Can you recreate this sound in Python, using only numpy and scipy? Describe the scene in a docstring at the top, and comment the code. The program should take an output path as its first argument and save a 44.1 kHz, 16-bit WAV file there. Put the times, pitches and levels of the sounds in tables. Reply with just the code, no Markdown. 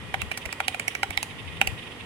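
"""Tapping on a desk calculator

Two fingers tap quickly on a calculator lying on a paper ledger, close to a hand-held phone.
Each stroke and release is an impact that rattles a plastic key cap, excites the modes of the hollow
case and gives a bright tick. Behind it a quiet room hums, something (perhaps a fan) rasps in an
uneven beat, and the hand rumbles softly on the phone."""
import sys
import numpy as np
from scipy import signal
from scipy.fft import rfft, irfft
from scipy.io import wavfile

SR = 44100
rng = np.random.default_rng(int(sys.argv[2]) if len(sys.argv) > 2 else 0)


def transcribe(signal):
    """Save signal, clipped to [-1, 1], as a 16-bit WAV file at the path in sys.argv[1]."""
    frames = np.atleast_2d(signal).T
    limited = np.clip(frames, -1, 1)
    pcm = np.round(limited * 32767).astype(np.int16)
    wavfile.write(sys.argv[1], SR, pcm)


N = 90404
CLICK_T = np.arange(SR // 20) / SR  # time axis of one click, in seconds
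CAP_LEFT_DB, CAP_LAG_S = -12, .00026  # a cap is fainter on the left and arrives later on the right
RATTLE_RISE_S = 0.0002


# Each row: start of a stroke or release in seconds, cap pitch in Hz, cap level in dB, case pitch in Hz,
# levels of case, deck, crack and tick in dB, rattle decay time in milliseconds.
KEY_IMPACTS = [(0.141, 2240, -22.5, 782, -25.5, -30, -29, -39.5, 2.2),
               (0.2178, 2650, -24.5, 740, -46, -36.5, -33.5, -35.5, 0.28),
               (0.3147, 2330, -25, 654, -37.5, -37.5, -34.5, -39, 3.3),
               (0.3743, 2330, -31, 750, -42.5, -41, -45, -34, 2.5),
               (.4542, 2200, -32.5, 623, -48, -42, -53, -45, 1.2),
               (.459, 2470, -33.5, 637, -39.5, -46.5, -45, -40.5, 0.66),
               (0.4899, 2080, -36, 910, -45, -45, -51, -60, 0.73),
               (.527, 2400, -29, 874, -45, -40, -57, -35, 0.63),
               (0.6024, 2380, -22, 768, -26.5, -26.5, -32, -38, 1.9),
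               (0.6811, 2440, -20, 736, -30.5, -41, -24, -28, 1.14),
               (0.745, 2400, -26.5, 737, -33.5, -40, -41, -43.5, 2.3),
               (0.7973, 2310, -24.5, 674, -40.5, -37.5, -39, -32.5, 0.41),
               (0.88, 2270, -19.5, 670, -36.5, -49, -34, -30, 1.7),
               (0.9511, 2200, -25, 690, -45, -36, -43, -36, 0.74),
               (1.031, 2240, -22, 794, -23.5, -25.5, -25.5, -32.5, 1.6),
               (1.1063, 2260, -28.5, 740, -38.5, -46, -42, -38.5, 0.24),
               (1.1747, 2166, -19, 813, -32, -49, -24.5, -33, 0.38),
               (1.2286, 2660, -28, 855, -36.5, -42, -48, -30, 1.2),
               (1.6139, 2510, -15.5, 789, -22.5, -24.5, -19, -30, 1.08),
               (1.6731, 2570, -21, 744, -35, -62, -44, -30, 0.68)]
def keys():
    """Superposition: each impact sounds cap, case, deck and tick, at two spaced microphones."""
    left, right = out = np.zeros((2, N))
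    case_lag_s, touch_s = .00007, 0.0034
    for at, cap_hz, cap_db, case_hz, case_db, deck_db, crack_db, tick_db, rattle_ms in KEY_IMPACTS:
        rattle_s = rattle_ms / 1000
        cap = key_cap(cap_hz, cap_db, crack_db, rattle_s)
        case, deck = case_and_deck(case_hz, case_db, deck_db, rattle_s)
        tick_left, tick_right = tick(tick_db, rattle_s)
        add(left, cap * undb(CAP_LEFT_DB) + case + deck, at)
        add(left, tick_left, at - CAP_LAG_S)
        add(right, cap, at + CAP_LAG_S)
        add(right, case * undb(-5) + deck, at + case_lag_s)
        add(right, tick_right, at)
        add(right, undb(-13) * fingertip_brush(cap_hz, cap_db, tick_db, touch_s), at - touch_s)
    return out


# Modes of a key cap. Each row: ratio to the cap pitch, relative level in dB, T60 in seconds.
CAP_RESONANCES = [(.81, -11.5, 0.013), (.9, -3.5, 0.012), (0.998, 2, 0.011), (1.13, -3, 0.0052)]
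# Modes of the cap's stop. Each row: frequency in Hz, relative level in dB, T60 in seconds.
STOP_RESONANCES = [(2835, 0.5, 0.0061), (3250, -3.5, 0.0076), (3814, -8.5, .011)]
def key_cap(hz, cap_db, crack_db, rattle_s):
    """Impact excitation: the cap rings in its modes and cracks against its stop."""
    cap = ring(contact(rattle_s, rattle_gain=0.35), CAP_RESONANCES, hz)
    crack = ring(rattle(rattle_s), STOP_RESONANCES)
    return click_level(cap, cap_db) + click_level(crack, crack_db)


# Modes of the case. Each row: ratio to the case pitch, relative level in dB, T60 in seconds.
CASE_RESONANCES = [(.78, -11.5, 0.025), (1.003, -2, 0.037), (1.2, -9, 0.032)]
# Modes of the deck. Each row: frequency in Hz, relative level in dB, T60 in seconds.
DECK_RESONANCES = [(1010, -2.5, 0.005), (1355, -0.5, 0.018), (1596, 2.5, 0.0093), (2096, -1, 0.014)]
def case_and_deck(hz, case_db, deck_db, rattle_s):
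    """Resonance: one knock drives both the hollow case and the deck under the keys."""
    knock = contact(rattle_s, rattle_gain=0.61)
    case = ring(knock, CASE_RESONANCES, hz)
    deck = ring(knock, DECK_RESONANCES)
    return click_level(case, case_db), click_level(deck, deck_db)


# Spectrum of the tick at each microphone. Each row: frequency in Hz, relative level in dB.
TICK_LEFT_SPECTRUM = [(1500, 1.5), (3000, -3), (5000, 7.5), (6500, 4.5), (8400, 12), (10000, 0),
                      (13000, -6), (16000, 0)]
TICK_RIGHT_SPECTRUM = [(1500, 1.5), (3000, 2), (5000, 4), (6500, 2.5), (8000, -9.5), (9700, 9),
                       (12500, -2.5), (16000, -14)]
def tick(db, rattle_s):
    """A brief contact has a broad spectrum: a bright tick, partly coherent between the two sides."""
    shared, left_only = (rattle(1.62 * rattle_s) for _ in range(2))
    left = colour(shared + left_only, TICK_LEFT_SPECTRUM)
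    right = colour(shared, TICK_RIGHT_SPECTRUM)
    return click_level(left, db), click_level(right, db)


def fingertip_brush(cap_hz, cap_db, tick_db, touch_s):
    """Friction: the fingertip brushes the key just before the impact."""
    touch = rattle(touch_s)
    cap = click_level(ring(touch, CAP_RESONANCES, cap_hz), cap_db)
    return cap + click_level(colour(touch, TICK_RIGHT_SPECTRUM), tick_db)


# Each row: start in seconds, frequency in Hz, level in dB.
KEY_PINGS = [(.88, 5641, -42), (.9506, 5660, -48), (1.1745, 5260, -40)]
def pings():
    """Free decay of a single mode: some keys add a thin high ping, alike on both sides."""
    out = np.zeros(N)
    for at, hz, db in KEY_PINGS:
        ping = np.sin(2 * np.pi * hz * CLICK_T) * decay(CLICK_T, t60=.014)
        add(out, click_level(ping, db), at)
    return out


# Each row: start in seconds, level in dB.
CAP_BOUNCES = [(.3195, -30.5), (.9545, -29), (1.6215, -44), (1.6245, -35)]
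def bounces():
    """Rebound: a loose cap strikes again after a stroke, with a small clack."""
    left, right = out = np.zeros((2, N))
    for at, db in CAP_BOUNCES:
        clack = click_level(ring(rattle(RATTLE_RISE_S), CAP_RESONANCES, hz=2400), db)
        add(left, clack * undb(CAP_LEFT_DB), at)
        add(right, clack, at + CAP_LAG_S)
    return out


def reflections(x, t60, db, treble_db):
    """Diffuse reflection: an exponentially decaying noise tail, independent at each microphone."""
    t = np.arange(SR) / SR
    onset = 1 - np.exp(-(t / 0.001) ** 2)
    wet = []
    for side in x:
        tail = rng.standard_normal(len(t)) * decay(t, t60) * onset
        tail = colour(tail / np.linalg.norm(tail), [(700, -0.2), (2500, -1.3), (7000, treble_db)])
        wet.append(signal.fftconvolve(side, tail)[:N])
    return undb(db) * np.array(wet)


# Each row: time of the peak in seconds, relative level in dB.
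RASP_SWELLS = [(0.207, -40), (0.345, -44), (0.425, -42), (0.513, -43), (0.647, -41), (0.73, -44),
               (0.824, -43.5), (0.916, -39.5), (1.134, -42), (1.21, -43), (1.31, -42), (1.397, -41),
               (1.483, -42.5), (1.528, -47), (1.571, -43), (1.702, -44.5), (1.79, -41), (1.834, -43.5),
               (1.875, -44.5), (1.921, -43.5), (2.008, -43.5)]
# Each row: frequency in Hz, relative level in dB.
RASP_SPECTRUM = [(1500, -30.5), (2000, -3), (2600, 3.5), (3720, -2), (4050, -19), (5100, -19), (6200, -36),
                 (9500, -19.5), (15000, -60)]
def rasps():
    """Amplitude modulation: gritty treble noise swells in a quick beat with gaps."""
    t = np.arange(N) / SR
    power = sum((undb(db + 5.5) * gaussian(t - at, width_s=0.0089)) ** 2 for at, db in RASP_SWELLS)
    return np.sqrt(power) * np.array([undb(-8.5) * noise(RASP_SPECTRUM), noise(RASP_SPECTRUM)])


# Bumps, then the rumble's envelope. 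Each row: time in seconds, level on the left in dB.
HAND_BUMPS = [(0.148, -35), (0.237, -28.5), (0.279, -36.5), (0.47, -31.5), (1.098, -34), (1.18, -33.5),
              (1.47, -32), (1.69, -25), (1.731, -28)]
RUMBLE_ENVELOPE = [(0, -40.5), (.25, -38), (.55, -67), (.95, -64), (1.1, -61), (1.33, -46), (1.48, -39.5),
                   (1.72, -37.5), (1.85, -51), (2.05, -45.5)]
# Each row: frequency in Hz, relative level in dB.
RUMBLE_SPECTRUM = [(24, -47.5), (50, -4.5), (90, 0), (150, 0.5), (260, -16), (3000, -65)]
def handling():
    """Structure-borne sound: the hand bumps and rumbles on the phone, mostly on the left."""
    t = np.arange(N) / SR
    bumps = np.zeros(N)
    for at, db in HAND_BUMPS:
        detune, phase = rng.uniform(-1.12, 1, 2)
        hz = 88.3 * (1 + 0.23 * detune)
        wobble = np.sqrt(2) * np.sin(2 * np.pi * hz * (t - at) + np.pi * phase)
        bumps += undb(db) * wobble * gaussian(t - at, width_s=0.0067)
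    envelope = undb(np.interp(t, *np.array(RUMBLE_ENVELOPE).T))
    left = bumps + envelope * noise(RUMBLE_SPECTRUM)
    right = undb(-34) * bumps + undb(-11.5) * envelope * noise(RUMBLE_SPECTRUM)
    return np.array([left, right])


# Spectra of the room's low wash and its hiss. Each row: frequency in Hz, relative level in dB.
WASH_SPECTRUM = [(30, -24), (70, 1), (105, 5.5), (150, 0), (260, 1.5), (320, -3.5), (470, -1), (600, -9),
                 (1100, -7), (1700, -23.5), (4000, -44)]
HISS_SPECTRUM = [(700, -6), (1150, -4.5), (1600, -6), (1950, 1.5), (2500, -4.5), (3100, -1), (4100, -14.5),
                 (6500, -22), (8200, -21.5), (9400, -18), (12000, -29), (16000, -42)]
# Each row: centre frequency in Hz, level on the right in dB.
HUM_LINES = [(101, -53.5), (494, -64.5), (1905, -53.5), (2470, -54.5)]
def room_tone():
    """Ambient noise: a low wash and narrow-band hum coherent on both sides, and incoherent hiss."""
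    hz = np.fft.rfftfreq(N, 1 / SR)
    hum, width_hz = np.zeros(N), 20
    for centre_hz, db in HUM_LINES:
        peak = 1 / (1 + (2 * (hz - centre_hz) / width_hz) ** 2)
        hum += level(irfft(rfft(rng.standard_normal(N)) * peak, N), db)
    hiss = undb(-42) * np.array([noise(HISS_SPECTRUM), noise(HISS_SPECTRUM)])
    balance = undb([[-4], [0]])  # left, right
    return undb(-45.5) * noise(WASH_SPECTRUM) + balance * (hiss + hum)


def rattle(decay_s):
    """Chatter of loose plastic: a noise burst of unit energy that rises fast and dies away."""
    envelope = np.exp(-CLICK_T / decay_s) * (1 - np.exp(-CLICK_T / RATTLE_RISE_S))
    burst = rng.standard_normal(len(CLICK_T)) * envelope
    return burst / np.linalg.norm(burst)


def contact(rattle_s, rattle_gain):
    """Contact force: a unit impulse followed by its rattle."""
    return (CLICK_T == 0) + rattle_gain * rattle(rattle_s)


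def ring(force, modes, hz=1):
    """Modal response: a force convolved with damped sines that vary a little at each strike."""
    response = np.zeros(len(CLICK_T))
    for k, (ratio, db, t60) in enumerate(modes):
        stray_db, detune = rng.normal(0, [1.15, 0.012])
        wave = np.sin(2 * np.pi * hz * ratio * (1 + detune) * CLICK_T)
        response += (-1) ** k * undb(db + stray_db) * wave * decay(CLICK_T, t60)
    return signal.fftconvolve(force, response)[:len(CLICK_T)]


def decay(t, t60):
    """Exponential damping by 60 dB in t60 seconds."""
    return np.exp(-np.log(1000) * t / t60)


def gaussian(t, width_s):
    """Bell-shaped envelope centred on time zero."""
    return np.exp(-.5 * (t / width_s) ** 2)


def undb(db):
    """Decibels to amplitude ratio."""
    return 10 ** (np.asarray(db) / 20)


def level(x, db):
    """Scaling to an rms level."""
    return x * undb(db) / np.sqrt(np.mean(x ** 2))


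def click_level(x, db):
    """Scaling to the rms level of a click's energy spread over 10 ms."""
    return x * undb(db) * np.sqrt(.01 * SR / np.sum(x ** 2))


def colour(x, points):
    """Minimum-phase filter through (Hz, dB) points."""
    size = 4096
    hz, db = np.array(points).T
    grid = np.maximum(np.fft.rfftfreq(size, 1 / SR), 1)
    gain = undb(np.interp(np.log(grid), np.log(hz), db))
    cepstrum = irfft(np.log(gain))
    cepstrum[1:size // 2] *= 2  # folding onto positive time makes the filter causal
    cepstrum[size // 2 + 1:] = 0
    return signal.fftconvolve(x, irfft(np.exp(rfft(cepstrum))))[:len(x)]


def noise(points):
    """Stationary coloured noise of rms 1."""
    return level(colour(rng.standard_normal(2 * N), points)[N:], 0)


def add(out, x, at_s):
    """Superposition of a sound on a track at a given time."""
    i = max(int(at_s * SR), 0)
    out[i:i + len(x)] += x[:max(len(out) - i, 0)]


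def scene():
    """Direct sound of the keys and its desk and room reflections add to the background."""
    clicks = keys() + pings() + bounces()
    desk = reflections(clicks, t60=0.047, db=-8, treble_db=-4)
    room = reflections(clicks, t60=0.42, db=-17, treble_db=4)
    return clicks + desk + room + rasps() + handling() + room_tone()


def record(dry):
    """Clipping and band limiting: the phone stops peaks at full scale and cuts above 16 kHz."""
    lowpass = signal.ellip(12, .1, 95, 16000, fs=SR, output="sos")
    return signal.sosfilt(lowpass, np.clip(dry, -1, 1))


dry = scene()
out = record(dry)
transcribe(out)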